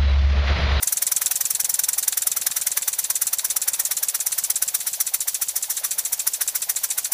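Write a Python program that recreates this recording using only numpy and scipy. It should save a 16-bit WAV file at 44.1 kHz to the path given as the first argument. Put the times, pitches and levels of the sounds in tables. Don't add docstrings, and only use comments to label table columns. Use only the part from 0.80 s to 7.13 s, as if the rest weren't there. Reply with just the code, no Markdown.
import sys
import numpy as np
from scipy import signal
from scipy.fft import rfft, irfft, next_fast_len
from scipy.io import wavfile
from scipy.ndimage import uniform_filter1d, minimum_filter1d, map_coordinates

SR = 44100
rng = np.random.default_rng(int(sys.argv[2]) if len(sys.argv) > 2 else 0)


def generate_wav(signal):
    frames = np.transpose(np.atleast_2d(signal))
    scaled = np.clip(frames, -1, 1) * 32767
    pcm = np.round(scaled).astype(np.int16)
    wavfile.write(sys.argv[1], SR, pcm)


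def natural_amplitude(level_db):
    exponent = np.asarray(level_db, float) / 20
    return 10 ** exponent


N = 279153
TURNS = 55
FULL_SPEED = 10.4


def unit(x):
    return x / np.sqrt(np.mean(x ** 2) + 1e-20)


def along(points, hz):
    f, v = np.transpose(points)
    return np.interp(np.log(hz + 1), np.log(f + 1), v)


def wobble(rate):
    knots = rng.standard_normal(int(N * rate / SR) + 4)
    return map_coordinates(knots, [np.arange(N) * rate / SR])


def filtered(x, response):
    m = next_fast_len(N + SR // 2)
    return irfft(rfft(x, m) * response(np.fft.rfftfreq(m, 1 / SR)), m)[..., :N]


def modes(table):
    return lambda f: sum(natural_amplitude(db) * 1j * f * w / (c * c - f * f + 1j * f * w) for c, w, db in table)


# time in seconds, turns done.
SHAFT = [(0.0727, 0), (0.4595, 4), (0.8445, 8), (1.2265, 12), (1.5155, 15), (1.7116, 17), (1.9154, 19),
         (2.1287, 21), (2.3542, 23), (2.7005, 26), (3.1673, 30), (3.6375, 34), (3.878, 36), (4.1308, 38),
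         (4.4042, 40), (4.8252, 43), (5.5345, 48), (6.2447, 53)]


def crank_s(turns):
    s, done = np.transpose(SHAFT)
    k = np.clip(np.searchsorted(done, turns) - 1, 0, len(s) - 2)
    span, rise = done[k + 1] - done[k], s[k + 1] - s[k]
    period = np.gradient(s, done, edge_order=2)
    u = (turns - done[k]) / span
    bend_start, bend_end = span * period[k] - rise, span * period[k + 1] - rise
    return s[k] + u * rise + u * (1 - u) * ((1 - u) * bend_start - u * bend_end)


def speed_db(s):
    when = crank_s(np.arange(TURNS))
    return np.interp(s, when, -20 * np.log10(np.gradient(when) * FULL_SPEED))


# time in seconds, pressure at the second port in dB, slowness of opening in dB.
VALVE = [(0, -17, 0), (.3, -17, .5), (1.0, -17.5, -1), (1.252, -19.5, 1), (2.15, -22, 0.43),
         (2.4, -18.5, .5), (3.599, -18, .3), (3.851, -20, 0), (4.1, -23, 1.1), (4.3, -19.5, 0),
         (4.701, -20, -0.5), (4.95, -20.5, 2), (5.15, -20, 0.05), (6.33, -20.5, -0.5)]
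# start in seconds, slowness in dB, roar in dB, chuff note in Hz.
ODD_PUFFS = [(.221, 0, -29, 1890), (.318, -1, -29.5, 1290), (.414, 0.5, -29, 1590), (.704, 0.5, -35, 1220),
             (.895, 1.5, -35.5, 1860), (1.183, 1.5, -33.5, 2210), (1.278, -2.5, -27, 1700),
             (1.471, -0.5, -30, 970), (1.568, 0.5, -29, 1406), (1.666, -2.5, -25.5, 1740),
             (1.765, 2.5, -30, 1534), (1.973, -0.5, -27.5, 1916), (2.078, -1, -28, 2030),
             (2.301, -1.5, -30, 1140), (2.53, -2, -29.5, 2403), (2.646, 0.2, -30.5, 1460),
             (2.763, -3.5, -30, 1373), (2.879, -0.5, -27.5, 1675), (2.993, 1.1, -30.5, 1750),
             (3.701, -2, -28.5, 1637), (3.821, -1.5, -29.5, 1563), (4.202, -2.5, -30.5, 1600),
             (5.041, 0.5, -32.5, 1122), (5.325, -.5, -33.5, 2015), (5.467, -2, -29.5, 1630),
             (5.61, -1, -28.5, 1930), (5.892, 0, -30, 1980), (6.035, 0, -31, 1670), (6.177, 0.5, -30, 1490),
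             (6.32, 0.5, -33, 960)]
# start in seconds, roar in dB.
ODD_ROARS = [
    (.845, -28),
    (.94, -32),
    (1.323, -26),
    (2.021, -30.5),
    (4.002, -32),
    (4.131, -34.5),
    (6.245, -30.5),
]
TOP_LEAD_TURNS, SLOW_EARLY_S, JITTER_S = .472, 0.00058, 0.000505
TOP_OPEN_TURNS, LOW_OPEN_TURNS = 0.053, 0.052
TOP_JET_DB, TOP_ROAR_DB, LOW_ROAR_DB, CHUFF_HZ = -14, -30.5, -30, 1750
THUMP_DB, TICK_DB = -52.5, -41
JET_GROWS, ROAR_GROWS, THUMP_GROWS = 0.53, 0.56, 2.4


def strokes():
    s, pressure_db, slow_db = np.transpose(VALVE)
    top = crank_s(np.arange(TURNS) - TOP_LEAD_TURNS)
    low = crank_s(np.arange(TURNS - 1))
    luck = rng.standard_normal((TURNS, 9)).T

    speed = speed_db(top)
    slow = np.interp(top, s, slow_db) + .4 * luck[0]
    roar = TOP_ROAR_DB + ROAR_GROWS * speed + 1.65 * luck[1]
    chuff_hz = CHUFF_HZ * natural_amplitude(1.7 * luck[2])
    for when, odd_db, roar_db, hz in ODD_PUFFS:
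        k = np.argmin(np.abs(top - when))
        slow[k], roar[k], chuff_hz[k] = slow[k] + odd_db, roar_db, hz
    start = top - SLOW_EARLY_S * slow + JITTER_S * luck[3]
    jet_db = TOP_JET_DB + JET_GROWS * speed - 1.1 * slow
    ms = 1000 * TOP_OPEN_TURNS / FULL_SPEED * natural_amplitude(slow - speed)
    thump_db = THUMP_DB + THUMP_GROWS * speed + 1.5 * luck[4]
    first = [start, jet_db, roar, ms, chuff_hz, thump_db]

    luck, speed = luck[:, :-1], speed_db(low)
    slow = np.interp(low, s, slow_db) + 0.31 * luck[5]
    jet_db = np.interp(low, s, pressure_db) - 0.72 * slow + 0.63 * luck[6]
    roar = LOW_ROAR_DB + ROAR_GROWS * speed + 1.04 * luck[7]
    ms = 1000 * LOW_OPEN_TURNS / FULL_SPEED * natural_amplitude(slow - speed)
    tick_db = TICK_DB - 2.9 * np.abs(luck[8]) + 2.5
    for when, roar_db in ODD_ROARS:
        roar[np.argmin(np.abs(low - when))] = roar_db
    return np.transpose(first), np.transpose([low, jet_db, roar, ms, tick_db])


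# pitch in Hz, level in dB per Hz.
LEAK_COLOUR = [(880, -27), (1500, -31.5), (2960, -8.5), (3990, -7.5), (5090, -1.5), (5940, -4.5),
               (6540, -3), (7640, -5.5), (8420, -3), (9730, -6), (12300, -5.5), (13300, 1), (15200, -2.5)]
# pitch in Hz, level in dB per Hz.
SHOP_COLOUR = [(18, -44), (30, -0.5), (104, -11), (209, -11), (261, -10.5), (365, -10.5), (548, 0),
               (613, -5), (794, 0), (1190, -10), (1630, -4), (2500, -6), (3250, -18), (5500, -120)]
# pitch in Hz, level in dB.
HUM = [(120, -78.5), (565, -68)]
LEAK_DB, SHOP_DB, SHOP_GROWS = -34.5, -50, 0.72


def air(first):
    t, s = np.arange(N) / SR, np.transpose(first)[0]
    angle = 2 * np.pi * np.interp(t, s, np.arange(len(s)))
    breathing_db = 0.29 * np.cos(angle - 2.5) + 0.5 * np.cos(2 * angle - 3.5)
    leak_db = LEAK_DB - 2.0 + 0.54 * wobble(2.34) + breathing_db + 1.75 * wobble(30)
    shop_db = SHOP_DB - 1.0 + SHOP_GROWS * speed_db(t) + 1.8 * wobble(2.02) + 0.75 * wobble(12)
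    leak = unit(filtered(rng.standard_normal(N), lambda hz: natural_amplitude(along(LEAK_COLOUR, hz))))
    shop = unit(filtered(rng.standard_normal(N), lambda hz: natural_amplitude(along(SHOP_COLOUR, hz))))
    hum = np.zeros(N)
    for hz, db in HUM:
        hum += natural_amplitude(db + 3.0 + 2.9 * wobble(6.6)) * np.sin(2 * np.pi * hz * t + 2.1 * wobble(9))
    plate_db = -55 - 12.0 * t + 2.7 * wobble(6.5)
    fading_hum = natural_amplitude(plate_db) * np.sin(2 * np.pi * 1022 * t + 2.1 * wobble(4.7))
    return natural_amplitude(leak_db) * leak + natural_amplitude(shop_db) * shop + hum + fading_hum


# turns after the first puff, pitch in Hz, width in Hz, level in dB, length in ms.
GEAR = [
    (-.22, 628, 200, -52, 11),
    (-.16, 807, 227, -48.5, 9),
    (-.09, 946, 300, -51.5, 13),
    (.17, 794, 356, -56, 8.5),
    (.23, 1035, 200, -58.5, 8.6),
    (.36, 8400, 3000, -35, 3.8),
    (.36, 12200, 1500, -40, 4),
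]


def gear(first):
    s = np.transpose(first)[0]
    out, t = np.zeros(N), np.arange(SR // 20) / SR
    for turns, hz, width, db, ms in GEAR:
        burst, u = np.zeros(N + SR), t / ms * 2000
        swell = np.e * u * np.exp(-u)
        luck = rng.standard_normal((len(s), 2))
        for when, (scatter, slip) in zip(s + turns * np.gradient(s), luck):
            i = round(max(when + .002 * slip, 0) * SR)
            burst[i:][:len(t)] += natural_amplitude(2 * scatter) * swell * rng.standard_normal(len(t))
        ring = modes([(hz, width, 0)])
        level = natural_amplitude(db) * np.sqrt(2 * SR / np.pi / width)
        out += level * filtered(burst[:N], lambda f: ring(f) ** 2)
    return out


def flow(rows, column, lag, rise, hold, fall):
    out = np.zeros(N + SR)
    t = np.arange(-SR // 40, SR // 10) / SR
    for row in rows:
        u = t / (row[3] / 1000) - lag
        dying = np.exp(-np.maximum(u - hold, 0) / fall)
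        out[round(row[0] * SR):][:len(t)] += natural_amplitude(row[column]) * dying / (1 + np.exp(-u / rise))
    return out[SR // 40:][:N]


def jet(envelope, port, gusty_db, eddy_db):
    lumps = natural_amplitude(gusty_db * wobble(260) + eddy_db * wobble(2500))
    gain = np.sqrt(np.mean(np.abs(modes(port)(np.arange(SR // 2))) ** 2))
    return filtered(envelope * unit(lumps * rng.standard_normal(N)), modes(port)) / gain


def hiss_edge(hz):
    return (1j * hz / 5200) ** 4 / (1 + (hz / 5200) ** 8) ** .5


def puffs(rows, layers):
    sounds = []
    for column, port, db, shape, gusty, eddy in layers:
        sounds.append(natural_amplitude(db) * jet(flow(rows, column, *shape), port, gusty, eddy))
    whistle, blast, sweep, roar, draught = sounds
    hiss = filtered(whistle + blast + sweep, lambda hz: np.abs(hiss_edge(hz)))
    return hiss + roar + draught


JET, ROAR = 1, 2
# pitch in Hz, width in Hz, level in dB.
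DRAUGHT = [(1420, 1900, -4.5), (2270, 500, -3), (3530, 1140, 2.5)]
# pitch in Hz, width in Hz, level in dB.
TOP_WHISTLE = [(9830, 350, 1), (13170, 510, -5.5)]
TOP_PORT = [(5630, 290, -10), (6040, 345, 2.5), (7500, 1200, -2.5), (8890, 620, -7), (9620, 330, 1.5),
            (11180, 630, -2), (12530, 210, 2), (13620, 270, 3), (15000, 1700, -3.5)]
TOP_SWEEP = [(5560, 1800, 6), (7720, 3100, 8), (10400, 480, 5), (12200, 1800, -7), (15100, 1200, 0)]
TOP_ROAR = [(726, 390, -12), (1600, 870, 6), (2130, 730, -2), (3550, 700, 2.5)]


def first_exhaust(first):
    return puffs(first, [
        (JET, TOP_WHISTLE, -3, (0.1, 0.3, 0.41, 1.0), 1.2, 1.2),
        (JET, TOP_PORT, 1.5, (0.13, 0.32, 0.96, 0.98), 1.6, 1.3),
        (JET, TOP_SWEEP, -11, (1.33, 0.13, 1.17, 1.72), 1.5, 1.5),
        (ROAR, TOP_ROAR, 2.5, (0.19, 0.74, 1.0, 0.61), 1.8, 1.2),
        (JET, DRAUGHT, -23, (1.13, 0.38, 1.52, 1.24), 1.5, 1.2)])


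def chuff(first):
    s, hz = np.transpose(first)[[0, 4]]
    pitch = hz[np.clip(np.searchsorted(s + .03, np.arange(N) / SR), 0, len(s) - 1)]
    phase = 2 * np.pi * np.cumsum(pitch + 120 * wobble(150)) / SR
    note = np.cos(phase) * natural_amplitude(2.1 * wobble(180))
    return natural_amplitude(-4.5) * flow(first, ROAR, .4, .25, .6, .5) * note


KNOCK_DB, KNOCK_GROWS = -65, 2.5


def frame(nudge, first):
    s, thump_db = np.transpose(first)[[0, 5]]
    pull = np.zeros(N + SR)
    pull[np.round((s + .0035) * SR).astype(int)] = -natural_amplitude(thump_db + 50.5)
    deep, short = modes([(68, 70, 0), (220, 150, -16)]), modes([(170, 110, 0), (70, 60, -6)])
    thump = filtered(pull[:N], lambda hz: np.abs(deep(hz)) / (1 + (hz / 230) ** 2))
    push = np.roll(nudge, -40)
    knock = unit(filtered(push, lambda hz: np.abs(short(hz)) / (1 + (hz / 240) ** 6)))
    knock_db = KNOCK_DB + KNOCK_GROWS * speed_db(np.arange(N) / SR) + 2.5 * wobble(2.9)
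    return thump + natural_amplitude(knock_db) * knock


# pitch in Hz, width in Hz, level in dB.
TICK = [(800, 700, 0), (1500, 700, -3), (2800, 1200, -2), (4500, 1400, 2)]


def valve(second):
    s, tick_db = np.transpose(second)[[0, 4]]
    at = np.round((s - 0.066 * np.gradient(s)) * SR).astype(int)
    burst, nudge, t = np.zeros(N + SR), np.zeros(N), np.arange(SR // 100) / SR
    for i, db in zip(at, tick_db):
        burst[i:i + len(t)] += natural_amplitude(db + 13 - 60 * t / .009) * rng.standard_normal(len(t))
    nudge[at] = natural_amplitude(rng.normal(0, 0.88, len(at)))
    return filtered(burst[:N], modes(TICK)), nudge


# pitch in Hz, width in Hz, level in dB.
LOW_WHISTLE = [(7510, 1100, 0.5), (10470, 560, -3.5)]
LOW_PORT = [(6120, 250, 3.5), (7640, 890, 5.5), (8840, 380, 2), (9630, 230, 5), (11000, 230, -4),
            (13900, 540, -37), (14700, 480, -9)]
LOW_SWEEP = [(5600, 2400, 3.5), (7350, 2200, -30), (9550, 670, 5.5), (10840, 740, 5.5), (13000, 700, 4),
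             (14100, 460, 4)]
LOW_ROAR = [(1980, 980, -3), (2580, 240, -1), (3890, 910, 5.5), (4870, 330, -23)]


def second_exhaust(second):
    return puffs(second, [
        (JET, LOW_WHISTLE, 1.5, (.01, .05, .5, .6), 1.2, 1.2),
        (JET, LOW_PORT, -1.5, (0.1, 0.3, 1.36, 1.36), 1.4, 1.3),
        (JET, LOW_SWEEP, -9, (0.35, 0.13, 3.44, 1.6), 1.5, 1.5),
        (ROAR, LOW_ROAR, 1.5, (.7, 0.39, 0.82, .9), 1.8, 1.2),
        (JET, DRAUGHT, -22, (0.5, 0.25, 2.4, 2.8), 1.5, 1.2)])


# pitch in Hz, time to fall by 60 dB in seconds.
SHOP = [(300, 0.075), (3000, 0.073), (12000, 0.017)]


def echo(x):
    hz, t, z = signal.stft(rng.standard_normal(SR // 2), SR, nperseg=256)
    tail = signal.istft(z * natural_amplitude(-60 * t / along(SHOP, hz)[:, None]), SR, nperseg=256)[1]
    return signal.fftconvolve(np.pad(x, (300, 0)), tail / np.linalg.norm(tail))[:N]


def scene():
    first, second = strokes()
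    steady = air(first)
    tick, nudge = valve(second)
    motor = gear(first) + first_exhaust(first) + chuff(first) + tick + second_exhaust(second)
    motor = filtered(motor, lambda hz: hz ** 3 / np.sqrt(hz ** 6 + 400.0 ** 6))
    return (motor + natural_amplitude(-17.5) * echo(motor) + frame(nudge, first) + steady)[None]


# pitch in Hz, width in Hz, depth in dB.
DIPS = [(5060, 375, -4), (6400, 250, 0), (8400, 150, -5), (10600, 170, -5.5), (12300, 490, -5),
        (14300, 170, -9.5)]


def microphone(x):
    bass = lambda hz: hz ** 6 / np.sqrt(hz ** 12 + 44.0 ** 12)
    shell = lambda hz: natural_amplitude(sum(db * np.exp(-((hz - c) / w) ** 2) for c, w, db in DIPS))
    heard = filtered(x, lambda hz: bass(hz) * shell(hz))
    return heard / (1 + np.abs(heard / .7) ** 4) ** .25


TOP_HZ = 15290
STARVED_HZ, STARVED_PERCENT = 8000, 8


def starved(x):
    hz, _, z = signal.stft(x, SR, nperseg=2048)
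    band = uniform_filter1d(np.abs(z) ** 2, size=9, axis=-2)
    treble = (hz > STARVED_HZ) & (hz < TOP_HZ)
    depth = band / uniform_filter1d(band, size=120, axis=-2)
    deepest = minimum_filter1d(depth, size=7, axis=-2)
    weak = treble[:, None] & (deepest < np.percentile(deepest[:, treble], STARVED_PERCENT))
    return signal.istft(z * ~weak, SR, nperseg=2048)[1][:, :N]


def low_pass(x):
    return signal.sosfilt(signal.butter(12, 16470, fs=SR, output="sos"), x)


def record(dry):
    edge = lambda hz: natural_amplitude((hz > TOP_HZ) * (-22 - np.clip(hz - TOP_HZ, 0, 2500) * .06))
    mix = filtered(starved(microphone(dry)), edge)
    return low_pass(mix)


dry = scene()
out = record(dry)
generate_wav(out)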